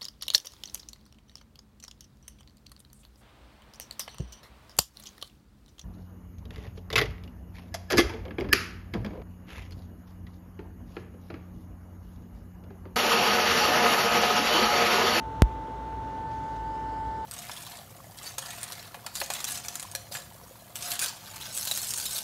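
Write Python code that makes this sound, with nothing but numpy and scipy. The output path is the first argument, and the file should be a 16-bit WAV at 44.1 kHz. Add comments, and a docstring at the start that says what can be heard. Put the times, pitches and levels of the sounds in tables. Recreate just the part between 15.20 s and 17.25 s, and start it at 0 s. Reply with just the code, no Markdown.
"""Inside the metal case of a heater a fast seven-blade cooling fan whines while the microphone drifts closer.
The whine is sines locked to the shaft, the blade tone blurred by turbulence, plus faint lines at steady pitch.
Air rushes through the vents as patchy coloured noise over a low rumble, while a hum near 58 Hz swells and
wavers. Once the microphone input jumps: a pop, a moment of lost sensitivity and the ringing of the low-cut
filter. Two faint rustles of treble noise come close to the microphone later on."""
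import sys
import numpy as np
from scipy import signal
from scipy.fft import rfft, irfft, next_fast_len
from scipy.io import wavfile
from scipy.ndimage import uniform_filter1d, map_coordinates

SR = 44100
rng = np.random.default_rng(int(sys.argv[2]) if len(sys.argv) > 2 else 0)


def int16_out(signal):
    """Quantize to a 16-bit WAV file."""
    q = np.round(np.clip(np.atleast_2d(signal).T, -1, 1) * 32767)
    wavfile.write(sys.argv[1], SR, q.astype(np.int16))


def gain_from_db(level_db):
    """Convert decibel levels to linear amplitude factors (20 dB per decade)."""
    decades = np.asarray(level_db, float) / 20
    return 10 ** decades


N = 90404
T = np.arange(N) / SR  # seconds


def unit(x):
    """Scale to rms 1."""
    return x / np.sqrt(np.mean(x ** 2) + 1e-20)


def curves(rows):
    """One value per sample for each column after the time, joined by straight lines."""
    s, *columns = np.transpose(rows)
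    return [np.interp(T, s, column) for column in columns]


def wobble(rate):
    """A smooth random curve through normally distributed knots, rate knots a second."""
    knots = rng.standard_normal(int(N * rate / SR) + 4)
    return map_coordinates(knots, [T * rate])


def filtered(x, response):
    """Multiply the spectrum of x by a response given as a function of frequency in Hz."""
    m = next_fast_len(N + SR // 2)
    return irfft(rfft(x, m) * response(np.fft.rfftfreq(m, 1 / SR)), m)[..., :N]


def rush(spectrum, patchy_db):
    """Turbulent air: noise of rms 1, patchy in time and pitch, coloured by (Hz, relative dB per Hz)."""
    z = signal.stft(rng.standard_normal(N), nperseg=512)[2]
    across_pitch = uniform_filter1d(rng.standard_normal(z.shape), 6, 0)
    patches = unit(uniform_filter1d(across_pitch, 14, 1))
    x = signal.istft(z * gain_from_db(patchy_db * patches), nperseg=512)[1][:N]
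    f, db = np.transpose([(1, -120), *spectrum, (SR, -120)])
    return unit(filtered(x, lambda hz: gain_from_db(np.interp(np.log(hz + 1), np.log(f), db))))


def tone(turns, db, unsteady_db):
    """A sine on a running phase in turns, its rms level in dB wandering a little."""
    level = np.sqrt(2) * gain_from_db(db + unsteady_db * wobble(12.07))
    return level * np.sin(2 * np.pi * (turns + rng.random()))


# How far the microphone has come round from the side of the case to its top opening.
# Each row: time in seconds, share of the way from 0 to 1.
MIC_POSITION = [(0, .02), (.7, 0.12), (1.0, 0.2), (1.3, 0.84), (1.6, 1), (2.05, 1)]


def over_opening():
    """Share of the way to the top opening at every sample; 0 is beside the case."""
    return np.clip(curves(MIC_POSITION)[0], 0, 1)


# The fan as heard from the moving microphone.
# Each row: time in seconds, then rms levels in dB of the blade tone, its octave and shaft order 12.
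FAN_LEVELS = [(0, -38.5, -79, -66), (.35, -37.5, -66, -65.5), (.5, -40, -81, -65), (.75, -38, -71, -65.5),
              (.95, -36.5, -61.5, -57.5), (1.15, -34.5, -59.5, -60), (1.35, -36, -61.5, -58.5),
              (1.6, -34.5, -59, -59.5), (1.8, -34, -59, -58.5), (2.05, -35, -61, -58.5)]
# The pitch of the blade tone. Each row: time in seconds, frequency in Hz.
BLADE_PITCH = [(0, 885.5), (1.15, 885.1), (1.6, 884.4), (2.05, 884.2)]


def fan():
    """Seven blades pass per shaft turn and sound the blade tone; turbulence shakes it into a noisy skirt."""
    blades = 7
    skirt_db, skirt_hz = -20, 45.2  # of each quadrature against the tone; half the knot rate
    flutter_db = .3
    order_8_db, order_16_db = -63, -69
    blade_db, octave_db, order_12_db = curves(FAN_LEVELS)
    shaft_turns = np.cumsum(curves(BLADE_PITCH)[0]) / SR / blades

    skirt = gain_from_db(skirt_db) * (wobble(2 * skirt_hz) + 1j * wobble(2 * skirt_hz))
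    blade_level = np.sqrt(2) * gain_from_db(blade_db + flutter_db * wobble(8))
    blade_tone = blade_level * np.real((1 + skirt) * np.exp(2j * np.pi * blades * shaft_turns))
    orders = ((14, octave_db), (12, order_12_db), (8, order_8_db), (16, order_16_db))
    return blade_tone + sum(tone(order * shaft_turns, db, 1.2) for order, db in orders)


# Faint whine lines: blade harmonics near 2654, 3538 and 4423 Hz, and other faint tones, all at steady pitch.
# Each row: frequency in Hz, rms level in dB at the side, rms level in dB over the opening.
WHINE_LINES = [(2654, -88, -79), (2805, -88, -80), (2850, -78, -81), (3024, -82, -73), (3112, -88, -82),
               (3235, -88, -79), (3327, -85, -78), (3538, -79, -78), (3629, -81, -80), (4423, -90, -83),
               (4910, -92, -83)]


def faint_whine():
    """Sines of steady pitch whose levels follow the microphone from the side to the opening."""
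    share = over_opening()
    return sum(tone(hz * T, side_db + (top_db - side_db) * share, 1.7)
               for hz, side_db, top_db in WHINE_LINES)


# The low rumble of the airflow. Each row: frequency in Hz, relative level in dB per Hz.
RUMBLE_COLOUR = [(20, 5), (45, -2.5), (58, -7), (75, -5), (88, -8), (105, -0.5), (135, -5.5), (170, -7),
                 (200, -13), (260, -35)]


def rumble():
    """Low noise of the airflow, slightly patchy."""
    return gain_from_db(-44.5) * rush(RUMBLE_COLOUR, patchy_db=1.2)


# A low hum near 58 Hz that swells and fades. Each row: time in seconds, rms level in dB.
HUM_SWELLS = [(0, -47), (.12, -49.5), (.36, -43), (.44, -57), (.56, -44.5), (.68, -47.5), (.75, -44.5),
              (.82, -50), (1.08, -51.5), (1.17, -46), (1.24, -56), (1.42, -42), (1.54, -52), (1.64, -47),
              (1.78, -49.5), (1.86, -42.5), (1.92, -53), (2.05, -54)]


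def hum():
    """A low hum carried by a sine that wavers in pitch, its level swelling and fading."""
    centre_hz, waver_hz = 58, 3.5
    turns = np.cumsum(centre_hz + waver_hz * wobble(10)) / SR
    return tone(turns, curves(HUM_SWELLS)[0], 0.68)


# The body of the rush through the vents. Each row: frequency in Hz, relative level in dB per Hz.
RUSH_COLOUR = [(120, -16.5), (210, -7.5), (280, 0.5), (330, -3.5), (480, -3.5), (570, -7.5), (690, -8),
               (790, -6.5), (920, -9), (970, -11.5), (1080, -11.5), (1240, -14), (1380, -13), (1550, -16),
               (1700, -21), (1950, -22.5), (2300, -28), (2600, -50.5)]


def vent_rush():
    """Middle-range noise of the airflow, its level drifting slowly."""
    return gain_from_db(-44 + 0.53 * wobble(3)) * rush(RUSH_COLOUR, patchy_db=-0.23)


# Hiss close beside the case. Each row: frequency in Hz, relative level in dB per Hz.
SIDE_COLOUR = [(1350, -37.5), (2300, -4.5), (2760, -2.5), (2980, -4.5), (3550, -5), (3860, -7.5),
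               (4360, -9.5), (4930, -18.5), (5320, -11.5), (6000, -12.5), (6530, -13.5), (7260, -16.5),
               (7840, -22), (8790, -18.5), (10600, -23.5), (11900, -23), (14200, -25)]
# Hiss over the top opening. Each row: frequency in Hz, relative level in dB per Hz.
TOP_COLOUR = [(1350, -29), (2300, -2), (2440, -7.5), (2780, -4.5), (2910, -2.5), (3100, -4), (3170, -8.5),
              (3630, -5), (3720, -7.5), (4890, -6), (5280, -9), (5910, -12), (7260, -12), (8990, -17.5),
              (10300, -21), (12000, -22), (14200, -25.5)]


def hiss():
    """Treble of the airflow, changing colour with the microphone's angle to the case."""
    share = over_opening()
    # square roots crossfade the two hisses by power
    side = gain_from_db(-62) * np.sqrt(1 - share) * rush(SIDE_COLOUR, patchy_db=0.55)
    top = gain_from_db(-61) * np.sqrt(share) * rush(TOP_COLOUR, patchy_db=1.8)
    return gain_from_db(0.52 * wobble(15)) * (side + top)


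# Jumps of the microphone input; the second is the big one.
# Each row: time in seconds, size of the step in linear amplitude ahead of the low-cut.
INPUT_JUMPS = [(.22032, .06), (.2209, .91), (.2331, -.015), (.2411, .009)]


def pop_offset():
    """The input steps to a new offset at each jump, within one sample, and stays there."""
    return sum(size * np.clip((T - s) * SR, 0, 1) for s, size in INPUT_JUMPS)


def pop_sensitivity():
    """The capsule loses sensitivity at the big jump and recovers exponentially."""
    loss_db, recover_s = -15, 0.011
    after = T - INPUT_JUMPS[1][0]
    return gain_from_db(loss_db * (after > 0) * np.exp(-np.abs(after) / recover_s))


# Faint rustles near the microphone.
# Each row: time of the peak in seconds, level in dB, time from peak to 1/e in seconds.
RUSTLE_PUFFS = [(1.117, -59, .003), (1.365, -60, .007)]
# The colour of the rustles. Each row: frequency in Hz, relative level in dB per Hz.
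RUSTLE_COLOUR = [(1500, -30), (2500, 0), (6000, -3), (9000, -20)]


def rustles():
    """Short soft puffs of treble noise under bell-shaped envelopes."""
    envelope = sum(gain_from_db(db) * np.exp(-((T - s) / length) ** 2) for s, db, length in RUSTLE_PUFFS)
    return envelope * rush(RUSTLE_COLOUR, patchy_db=0)


def scene():
    """All sound at the capsule, numbed for a moment by the pop, plus the jumping offset."""
    whine = fan() + faint_whine()
    air = rumble() + hum() + vent_rush() + hiss()
    return (pop_sensitivity() * (whine + air + rustles()) + pop_offset())[None]


# The microphone's low-cut filter in three high-pass sections; it rings after the pop.
# Each row: corner frequency in Hz, Q.
LOW_CUT_SECTIONS = [(35.2, 2.46), (54.2, 2.34), (89.3, .8)]


def low_cut(x):
    """Causal second-order high-passes in series, turning the input step into a ringing pop."""
    for hz, q in LOW_CUT_SECTIONS:
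        w = 2 * np.pi * hz
        b, a = signal.bilinear([1, 0, 0], [1, w / q, w ** 2], SR)
        x = signal.lfilter(b, a, x)
    return x


def soft_clip(x):
    """Bend peaks smoothly towards a ceiling in linear amplitude."""
    ceiling, knee = 1.12, 4
    return x / (1 + np.abs(x / ceiling) ** knee) ** (1 / knee)


def band_limit(x):
    """Fall steeply around the top frequency to a hundredth of the amplitude."""
    top_hz, slope_hz = 14280, 60
    return filtered(x, lambda hz: np.clip((top_hz - hz) / slope_hz + .5, .01, 1))


def roll_off(x):
    """The treble ends steeply here."""
    return signal.sosfilt(signal.butter(12, 15100, fs=SR, output="sos"), x)


def record(dry):
    """The microphone chain: low-cut, soft clipping, band limit."""
    mix = band_limit(soft_clip(low_cut(dry)))
    return roll_off(mix)


dry = scene()
out = record(dry)
int16_out(out)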